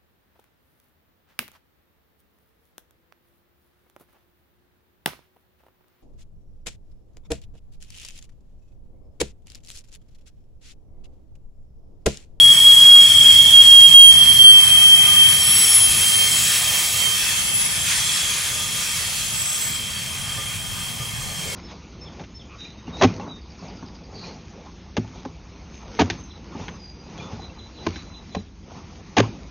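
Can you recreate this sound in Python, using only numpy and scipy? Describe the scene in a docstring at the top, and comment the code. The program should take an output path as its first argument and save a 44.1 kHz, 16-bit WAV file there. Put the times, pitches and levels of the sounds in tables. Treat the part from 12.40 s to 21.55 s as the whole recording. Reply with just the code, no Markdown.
"""A piercing squeal is heard first: freight wagons roll round a curve and single wheels lock into stick-slip.
Each long squeal is a fluttering sine on one wheel mode, sinking by the Doppler effect as the wheel goes by.
Behind it, shaped noise gives scraping flanges, ringing wheel modes, echoes and track rumble; brief squeaks are
swelling sines. Late on, decaying sines and noise make wheels knock on a joint, and a wagon frame groans.
The loudest squeal overloads the input of the two-microphone recorder."""
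import sys
import numpy as np
from scipy import signal
from scipy.fft import rfft, irfft, next_fast_len
from scipy.io import wavfile
from scipy.ndimage import uniform_filter1d, map_coordinates

SR = 44100
rng = np.random.default_rng(int(sys.argv[2]) if len(sys.argv) > 2 else 0)


def generate_wav(signal):
    """Clip the signal to [-1, 1] and save it as 16-bit WAV at the path in sys.argv[1]."""
    frames = np.transpose(np.atleast_2d(signal))
    scaled = np.clip(frames, -1, 1) * 32767
    pcm = np.round(scaled).astype(np.int16)
    wavfile.write(sys.argv[1], SR, pcm)


N = 403515
T = np.arange(N) / SR  # time [s]
SPEED, SOUND_SPEED = 9.26, 343  # train and sound [m/s]
BOGIE_DISTANCE = 11.1  # nearest distance of the bogies to the microphones [m]

# Track and wagon rumble, and tread roar: (time [s], rumble level [dB], roar level [dB]), before fixed trims
ROLLING_LEVELS = [(0, -35.5, -41.5), (3.5, -36.5, -40.5), (3.8, -39.5, -41), (7.16, -40.5, -47.5),
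                  (8.31, -38, -47), (9.15, -37, -44.5)]
# Spectrum of the rumble: (frequency [Hz], relative level [dB])
RUMBLE_SPECTRUM = [(12, -45), (20, -21), (32, -2.5), (65, -7), (82, -1), (97, 0.5), (183, -3.5), (227, -11),
                   (263, -14.5), (350, -32), (460, -42), (770, -120)]
# Spectrum of the roar: (frequency [Hz], relative level [dB])
ROAR_SPECTRUM = [(140, -38), (230, -2.5), (259, -17), (317, -7), (752, -4.5), (1200, -3.5), (1500, -15),
                 (1950, -36), (3300, -120)]
# Low steel tone: (time [s], level [dB])
STEEL_TONE_LEVELS = [(0, -46), (1.65, -51), (2.65, -40), (5.5, -49), (6.4, -45), (6.8, -55), (7.2, -47),
                     (7.65, -55), (8.5, -48), (9.15, -58)]
# Flange noise, before fixed trims:
# (time [s], level [dB], low part relative to it [dB], high part relative to it [dB])
GRINDING_LEVELS = [(0, -33, -0.5, -5), (2.8, -31, .5, -1.5), (3.26, -27, -3, -3), (4.53, -28, -4.5, -4),
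                   (5.12, -32.5, -1.5, -8), (5.61, -28.5, -1.5, -12), (6.96, -32.5, -4, -7.5),
                   (7.3, -36, -1.5, -10.5), (8.66, -39, 0, -5), (9.15, -37.5, -2.5, -10)]
# Spectrum of the flange noise: (frequency [Hz], relative level per Hz [dB])
HISS_SPECTRUM = [(530, -42), (900, -15), (1560, -6.5), (2530, -1.5), (2960, -6.5), (3260, -8.5),
                 (3900, -7.5), (6610, -7.5), (9370, -11.5), (10800, -15.5), (11800, -22.5), (14100, -28),
                 (15900, -23.5)]
# Bogies going by: (moment of passing [s], relative level [dB], wheel tuning [ratio])
BOGIES = [(.2, 3.5, 1.0), (1.9, 1.5, .995), (3.5, 4.5, 1.005), (5.3, 2, .998), (7.2, 2, 1.002),
          (9, -4, .996)]
# Resonances of the wheels: (frequency [Hz], width [Hz], relative level [dB])
WHEEL_MODES = [(1812, 63, -7.5), (2162, 43, -6.5), (2618, 37, -6.5), (4360, 83, -6), (5045, 55, -3.5),
               (5500, 85, -4), (6010, 33, -9), (6645, 94, -2), (7770, 163, -1), (8860, 102, -2),
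               (9900, 68, -4), (10900, 65, 0), (13400, 120, -8), (14250, 200, -13)]
# Ringing of all bogies together, before a fixed trim: (time [s], level [dB])
RINGING_LEVELS = [(0, -26.5), (1.65, -27), (2.6, -29.5), (3.4, -24.5), (4, -24.5), (4.64, -29.5),
                  (6.86, -35.5), (7.26, -31.5), (7.39, -39.5), (9.15, -39)]
# Broader, wavering noise band just above the low squeal: (time [s], level [dB])
WAVERING_BAND_LEVELS = [(0, -26), (1.2, -21.5), (2, -41), (3, -33.5), (4.6, -35.5), (5.8, -31.5),
                        (7, -39.5), (8, -42), (9.15, -48)]
# Squeals scattered back by wagons and trees: (time [s], low mode level [dB], high mode level [dB])
SCATTER_LEVELS = [(0, -16.5, -28), (.5, -14, -27), (1.45, -10.5, -29.5), (1.6, -12.5, -30.5),
                  (2.2, -18.5, -23), (2.8, -20, -25.5), (3.2, -29, -24.5), (3.6, -27.5, -28),
                  (5.2, -36, -34.5), (6, -35, -34), (7.2, -35.5, -42), (9.15, -37, -51)]
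# Wheels on a joint: (time [s], level of the whole knock [dB], thud relative to it [dB])
KNOCKS = [(7.973, -30, 2), (8.598, -33, 7), (8.9, -39, 6), (9.056, -39, -11)]
# Resonances of the joint: (frequency [Hz], relative level [dB], 60 dB decay time [s])
JOINT_MODES = [(447.5, -9, 0.27), (552, -2.5, 0.22), (777, -5, .2), (1195, 1.5, 0.41), (1770, -1, .2)]
# Brief squeaks: (start time [s], length [s], middle frequency [Hz], level [dB], left over right [dB])
SQUEAKS = [(0, 0.99, 7680, -25.5, -3), (0, 1.12, 7800, -27.5, 0), (.7, .58, 2225, -37.5, -8),
           (.71, 0.66, 5530, -38, 0), (2.16, 0.31, 9870, -32, -10), (2.99, 0.48, 5500, -26, 2),
           (3.07, .58, 13085, -42, 1), (3.22, 0.62, 9998, -32, 3), (3.23, .87, 9010, -30.5, 0),
           (3.34, 0.43, 2605, -38, 3), (3.34, .81, 6700, -39, 3), (3.5, .37, 6020, -40, 2),
           (3.8, .22, 5140, -32, -1), (3.75, 0.3, 5500, -36, 0), (3.9, 0.23, 6835, -31, 10),
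           (4.14, .34, 8858, -35, 3), (4.45, 0.32, 7910, -33, 9), (4.66, 0.75, 10050, -30, 2),
           (4.74, 0.24, 2620, -35, 9), (4.83, 0.44, 8977, -36, 0), (5, 0.47, 2620, -37, 12),
           (5.32, .77, 7558, -37, 8), (5.32, 0.91, 6645, -38, 13), (5.47, .34, 6000, -39, 8),
           (5.48, .43, 5470, -38, 14), (5.54, .37, 8845, -40, 8), (5.6, 0.18, 4180, -39, 0),
           (6.92, 0.47, 7700, -26.5, 0), (6.75, .66, 6630, -38, 3), (6.89, .54, 14360, -41, 5),
           (7.1, .55, 9800, -42, 4), (7.5, .2, 4550, -41, 1), (8.64, 0.3, 2146, -41.5, 6),
           (8.8, .15, 4290, -40, -4), (9.02, .22, 2185, -37.5, 4)]
# Long-squealing wheels: (moment of passing [s], mode frequency [Hz], nearest distance [m])
WHEELS = [(1.87, 3222, 11.1), (.28, 10935, 11.1), (2.03, 10928, 11.1), (3.59, 11044, 9.26),
          (3.56, 10938, 11.1), (5.34, 10941, 11.1), (3.76, 7834, 11.1)]
# Unsteadiness of each of these wheels: (flutter [0-1])
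FLUTTER = [0.37, 0.39, 0.61, .45, 0.34, 0.29, .55]
# Course of each wheel's squeal between lock-ins:
# (time [s], level [dB], left over right [dB], left phase lead [rad])
SQUEAL_COURSES = [
    [(0, -10, 2, 0), (.15, -13, 0.5, 0), (.55, -9.5, 1, 0.5), (.75, -13, 1, .5), (1.1, -13.5, -6, 0.75),
     (1.65, -13, -6, 1.36), (1.8, -15.5, -6.5, 4.5), (2.3, -15, -1, 3.5), (2.45, -10, -0.5, 3.5),
     (2.8, -12, 1, 3.5), (3.25, -25, -0.5, 3.5), (3.8, -22.5, -4, 4), (4.1, -32.5, -6.5, 3.5),
     (5.18, -34, -8, 4.5)],
    [(0, -19, 5, -2), (.6, -25, 2, -4), (1.1, -36, -3, -3), (1.55, -36, 10, -2.7), (2.55, -35, 4, -4)],
    [(.8, -40, 2, 3), (1.5, -34, 8, 0), (1.9, -23, 7, -1.7), (2.2, -27, -1, -4), (3.4, -31, 6, -4.5),
     (4.54, -37, 2, -3.5)],
    [(1.8, -36, 0, -.1), (2.4, -34, 0, -.1), (2.95, -33, 0, -.1), (3.35, -22.5, 1, -.1),
     (4.01, -35, 5, -.1)],
    [(1.7, -38, 1, -.2), (2.55, -31, 1, -.1), (2.8, -25.5, 1, -.1), (3.05, -25.5, 1, -.1),
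     (3.3, -16.5, 2, -.1), (3.6, -28, 4, -.1), (4.25, -37, 5, 0)],
    [(4.5, -37, -6, 2.6), (5.05, -32.5, 3, 3.6), (5.4, -35, -2, 5.8), (5.7, -38, 0, 6.2), (7, -43, 1, 6.2),
     (8.75, -51, 10, 6.2)],
    [(2.1, -29.5, -3, 0), (2.7, -45, -3, 0), (3.2, -24.5, -1, 0), (3.65, -36, 2, 0), (4, -31, 3, 0),
     (4.48, -37, 1, 0)],
]
# Moments when each wheel locks in: (start time [s], length [s], rise [dB], shift to the left [dB])
LOCK_INS = [
    [(0, .1, 4, 2), (.27, .09, 2.5, 1), (.42, 0.25, 3, -1), (.85, .07, 5, 3), (.96, 0.074, 5, -4),
     (1.14, 0.086, 10, 2.5), (1.27, 0.13, 9.5, 1), (1.41, 0.063, 10.5, -1), (1.54, .09, 14.5, 2),
     (1.63, 0.085, 13.5, -5), (1.8, .045, 6.5, -0.5), (1.87, 0.047, 5, -4), (1.99, .04, 11, -2),
     (2.04, .08, 15, 2), (2.12, 0.081, 8.5, 0), (4.25, 0.18, 4.5, -4), (4.58, .2, 6, -5)],
    [],
    [],
    [],
    [(3.342, 0.14, 7.5, 0)],
    [(5.133, 0.142, 13.5, -0.5)],
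    [],
]
# Likeness of left and right in the noise: (frequency [Hz], correlation [-1 to 1])
ALIKENESS = [(60, 0.73), (300, 0.57), (1400, 0.42), (3200, 0.39), (7000, 0.27), (15000, 0.47)]
# Drawing of the noise to the stereo centre: (time [s], share below 7 kHz [0-1], share above [0-1])
NARROWING = [(0, 0.13, 0), (2.8, 0.14, 0.07), (3.2, 0.76, .8), (3.6, 1, 1), (4.4, 1, 1), (4.8, .2, 0.2),
             (5.2, .05, .1), (6, 0.4, .4), (7, 0.12, 0), (7.6, 1, 0.24), (8.4, 0.7, .19), (9.15, 0.9, .25)]
# Change of the left-right difference at full narrowing: (frequency [Hz], gain [dB])
SIDE_GAIN = [(300, 1), (2500, -5), (3700, -7), (4600, -59), (5500, -31), (6500, -12), (7700, -10),
             (8800, -17), (9900, -14), (10800, -8), (12000, -32), (13300, -49), (15000, -70)]


def amp(db):
    """Logarithmic level: decibels to amplitude gain."""
    return 10 ** (np.asarray(db) / 20)


def unit(x):
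    """Power normalisation: scales a signal to rms 1."""
    return x / np.sqrt(np.mean(abs(x) ** 2) + 1e-20)


def along(points, hz):
    """Logarithmic frequency scale: interpolates (frequency [Hz], value) points."""
    f, v = np.transpose(points)
    return np.interp(np.log(hz + 1), np.log(f + 1), v)


def curves(rows):
    """Linear interpolation: one value per sample for each column after the time."""
    s, *columns = np.transpose(rows)
    return [np.interp(T, s, column) for column in columns]


def wobble(rate, size=N):
    """Slow random fluctuation: straight lines between normal draws, `rate` knots a second."""
    knots = rng.standard_normal(int(size * rate / SR) + 2)
    return np.interp(T[:size] * rate, np.arange(len(knots)), knots)


def filtered(x, response):
    """Linear filtering: multiplies the spectrum by a response of frequency."""
    m = next_fast_len(x.shape[-1] + 8192)
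    hz = np.fft.rfftfreq(m, 1 / SR)
    return irfft(rfft(x, m) * response(hz), m)[..., :x.shape[-1]]


def rush(gain, size=N):
    """Partial coherence: stereo noise of rms 1, shaped by a gain over frequency."""
    def mid_side_gain(hz):
        angle = np.arccos(np.clip(along(ALIKENESS, hz), -1, 1)) / 2
        return gain(hz) * [np.cos(angle), np.sin(angle)]

    mid, side = filtered(rng.standard_normal((2, size)), mid_side_gain)
    return unit(np.array([mid + side, mid - side]))


def band(centre_hz, half_width_hz, order=4):
    """Band-pass response: near 1 around the centre, one half at the half width."""
    return lambda hz: 1 / (1 + ((hz - centre_hz) / half_width_hz) ** order)


def doppler(passing, distance):
    """Doppler effect: pitch ratio and distance [m] of a wheel passing at the given moment."""
    x = SPEED * (T - passing)
    r = np.hypot(x, distance)
    return 1 / (1 + SPEED / SOUND_SPEED * x / r), r


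def tone(hz, rough, rate):
    """Random modulation: a complex sine, nominal rms 1 in its real part, fluttering in size and phase."""
    flutter = 1 + rough * (wobble(rate, size=len(hz)) + 1j * wobble(rate, size=len(hz)))
    scale = np.sqrt(2 / (1 + 4 / 3 * rough ** 2))  # offsets the power added by the flutter
    cycles = np.cumsum(hz) / SR + rng.random()
    return scale * flutter * np.exp(2j * np.pi * cycles)


def gate(rows):
    """Time windowing: open while a table lasts, with 32 ms fades outside it."""
    return np.clip(np.minimum(T - rows[0][0], rows[-1][0] - T) / 0.032 + 1, 0, 1)


def rolling():
    """Rolling contact: broadband rumble of wagons and track bed, roar of treads, and a low steel tone."""
    rumble_db, roar_db = curves(ROLLING_LEVELS)
    rumble = amp(rumble_db + 1.0) * rush(lambda hz: amp(along(RUMBLE_SPECTRUM, hz)))
    roar = amp(roar_db + 2.5) * rush(lambda hz: amp(along(ROAR_SPECTRUM, hz)))
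    steel_tone = tone(np.full(N, 1216), rough=1.4, rate=60).real
    return rumble + roar + amp(curves(STEEL_TONE_LEVELS)[0]) * steel_tone


def grinding():
    """Friction noise: flanges scrape the rail as broad hiss in three parts, swelling together with slip."""
    db, low_db, high_db = curves(GRINDING_LEVELS)
    slip_db = 1.17 * wobble(14)

    # power shares of the low and high parts; the body takes the rest
    lower = lambda hz: 1 / (1 + (hz / 3300) ** 6)
    upper = lambda hz: 1 / (1 + (11400 / (hz + 1)) ** 16)
    middle = lambda hz: abs(1 - lower(hz) - upper(hz))

    def part(share):
        return rush(lambda hz: amp(along(HISS_SPECTRUM, hz)) * np.sqrt(share(hz)))

    body = amp(db + 4 + slip_db) * part(middle)
    growl = amp(db + low_db + 0.5 + 1.2 * slip_db) * part(lower)
    sizzle = amp(db + high_db + 5.5 + slip_db) * part(upper)
    return body + growl + sizzle


def ringing():
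    """Modal resonance: noise rings each bogie's wheel modes, which sink by the Doppler effect as it passes."""
    def modes(hz):
        power_response = sum(amp(2 * db) / (1 + ((hz - centre) / width * 2) ** 2) ** 2
                             for centre, width, db in WHEEL_MODES)
        return np.sqrt(power_response)

    out, power = np.zeros((2, N)), np.zeros(N)
    for passing, db, tuning in BOGIES:
        ratio, r = doppler(passing, BOGIE_DISTANCE)
        nearness = amp(db + 2.7 * wobble(5)) * BOGIE_DISTANCE / r
        emitted = rush(modes, size=N + SR)
        place = np.cumsum(ratio * tuning)  # reading position in samples: its pace sets the pitch
        out += nearness * np.array([map_coordinates(channel, [place], order=3) for channel in emitted])
        power += nearness ** 2
    # the bogies share one overall level course
    return amp(curves(RINGING_LEVELS)[0] + 3.5) * out / np.sqrt(power)


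def wavering_band():
    """Band-limited noise: a broader band just above the low squeal, its level wavering at random."""
    return amp(curves(WAVERING_BAND_LEVELS)[0] + 3.0 * wobble(10)) * rush(band(3340, 150))


def scatter():
    """Scattering: echoes from moving wagons and trees smear the squeals into a low and a high noise band."""
    low_db, high_db = curves(SCATTER_LEVELS)
    # the low band sinks once its wheel passes, by an equal-power crossfade
    early, late = rush(band(3243, 85)), rush(band(3200, 85))
    turn = np.interp(T, [1.8, 2.3], [0, np.pi / 2])
    low = np.cos(turn) * early + np.sin(turn) * late
    high = rush(band(10950, 290, order=6))
    return amp(low_db + 1.24 * wobble(12)) * low + amp(high_db + wobble(11)) * high


def groan():
    """Transient excitation: a wagon frame groans as a low noise band, sudden in onset and then decaying."""
    since = T - 9.05  # time from the onset [s]
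    attack = np.clip(since / .008, 0, 1)
    decay = amp(-30 * np.clip(since, 0, 1))
    return amp(-39) * attack * decay * rush(band(500, 150))


def knocks():
    """Impact excitation: a wheel drops on a joint and damped steel modes ring over a dull thud."""
    out, t = np.zeros(N + SR), T[:SR // 2]
    attack = 1 - np.exp(-t / 0.0021)
    for s, db, thud_db in KNOCKS:
        # each mode is struck with a random level, 3 dB standard deviation
        ring = sum(amp(level + rng.normal(0, 3) - 60 * t / t60) * np.sin(2 * np.pi * hz * t)
                   for hz, level, t60 in JOINT_MODES)
        thud = amp(thud_db - 60 * t / 0.15) * np.sin(2 * np.pi * 120 * t)
        dull_noise = unit(filtered(rng.standard_normal(len(t)), lambda hz: 1 / (1 + (hz / 900) ** 4)))
        clunk = amp(-60 * t / .12) * dull_noise / 2
        out[round(s * SR):][:len(t)] += amp(db) * (amp(-7.5) * ring + thud + clunk) * attack
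    return out[:N]


def squeaks():
    """Short-lived stick-slip: a mode catches for a moment, swells, sags a little and lets go."""
    sag_per_s = .012  # share of its pitch lost each second
    lead_spread = 2.3  # standard deviation of the left phase lead [rad]
    out = np.zeros((2, N + 2 * SR))
    side = np.array([[.5], [-.5]])  # left, right
    for s, length, hz, db, pan_db in SQUEAKS:
        u = np.linspace(0, 1, round(length * SR))
        swell = np.sin(np.pi * u ** 0.9) ** 0.5
        z = tone(hz * (1 - sag_per_s * length * (u - .5)), rough=0.9, rate=50) * swell
        turned = z * np.exp(1j * rng.normal(0, lead_spread) * side)
        start = round(s * SR)
        out[:, start:start + len(u)] += (amp(db + pan_db * side) * turned).real
    return out[:, :N]


def singing(rows, locks):
    """Frictional lock-in: left and right level [dB] and phase lead [rad], a slow course plus each rise."""
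    rise_s, fall_s = .012, .016
    db, pan_db, lead = curves(rows)
    for s, length, rise_db, shift_db in locks:
        held = np.clip(np.minimum((T - s) / rise_s, (s + length - T) / fall_s) + .5, 0, 1)
        db = db + rise_db * held
        pan_db = pan_db + shift_db * held
    return db + pan_db / 2, db - pan_db / 2, lead


def squeals():
    """Stick-slip: friction holds one mode of each wheel, its pitch following the Doppler effect."""
    out = np.zeros((2, N))
    for (passing, hz, distance), rough, rows, locks in zip(WHEELS, FLUTTER, SQUEAL_COURSES, LOCK_INS):
        left_db, right_db, lead = singing(rows, locks)
        # a strong squeal locks in and steadies
        loose = np.clip((2.0 - np.maximum(left_db, right_db)) / 16, .1, 1)
        ratio, _ = doppler(passing, distance)
        z = tone(hz * ratio, rough * loose, rate=50) * gate(rows) * amp(2.8 * loose * wobble(18))
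        pair = amp([left_db, right_db]) * z * np.exp(.5j * np.array([lead, -lead]))
        octave = pair ** 2 / (1 + abs(pair))  # uneven slip adds a weak octave
        out += pair.real + amp(-22.5) * octave.real
    return out


def patchy(x, patchy_db):
    """Time-frequency modulation: random patches of gain, and a stereo width that changes with time."""
    mid_side = np.array([x[0] + x[1], x[0] - x[1]]) / 2
    hz, t, (mid, side) = signal.stft(mid_side, SR, nperseg=512)
    field = rng.standard_normal(mid.shape)
    field = uniform_filter1d(field, size=3, axis=0)  # smooth over frequency
    field = uniform_filter1d(field, size=24, axis=1)  # smooth over time
    s, lower, upper = np.transpose(NARROWING)
    share = np.where(hz[:, None] < 7000, np.interp(t, s, lower), np.interp(t, s, upper))
    side = side * amp(along(SIDE_GAIN, hz)[:, None] * np.clip(share, 0, 1))
    stereo = np.array([mid + side, mid - side]) * amp(patchy_db * unit(field))
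    return signal.istft(stereo, SR, nperseg=512)[1][:, :N]


def scene():
    """Superposition: all sources add at the two microphones."""
    noise = patchy(squeaks() + ringing() + grinding() + rolling(), patchy_db=1.5)
    return squeals() + scatter() + wavering_band() + noise + knocks() + groan()


def record(dry):
    """Saturation and band limiting: the input overloads on the loudest squeal; deep bass and top are cut."""
    clipped = dry / (1 + abs(dry / 0.81) ** 5) ** (1 / 5)
    return filtered(clipped, lambda hz: (hz < 15800) / np.sqrt(1 + (34 / (hz + 1)) ** 6))


dry = scene()
out = record(dry)
generate_wav(out)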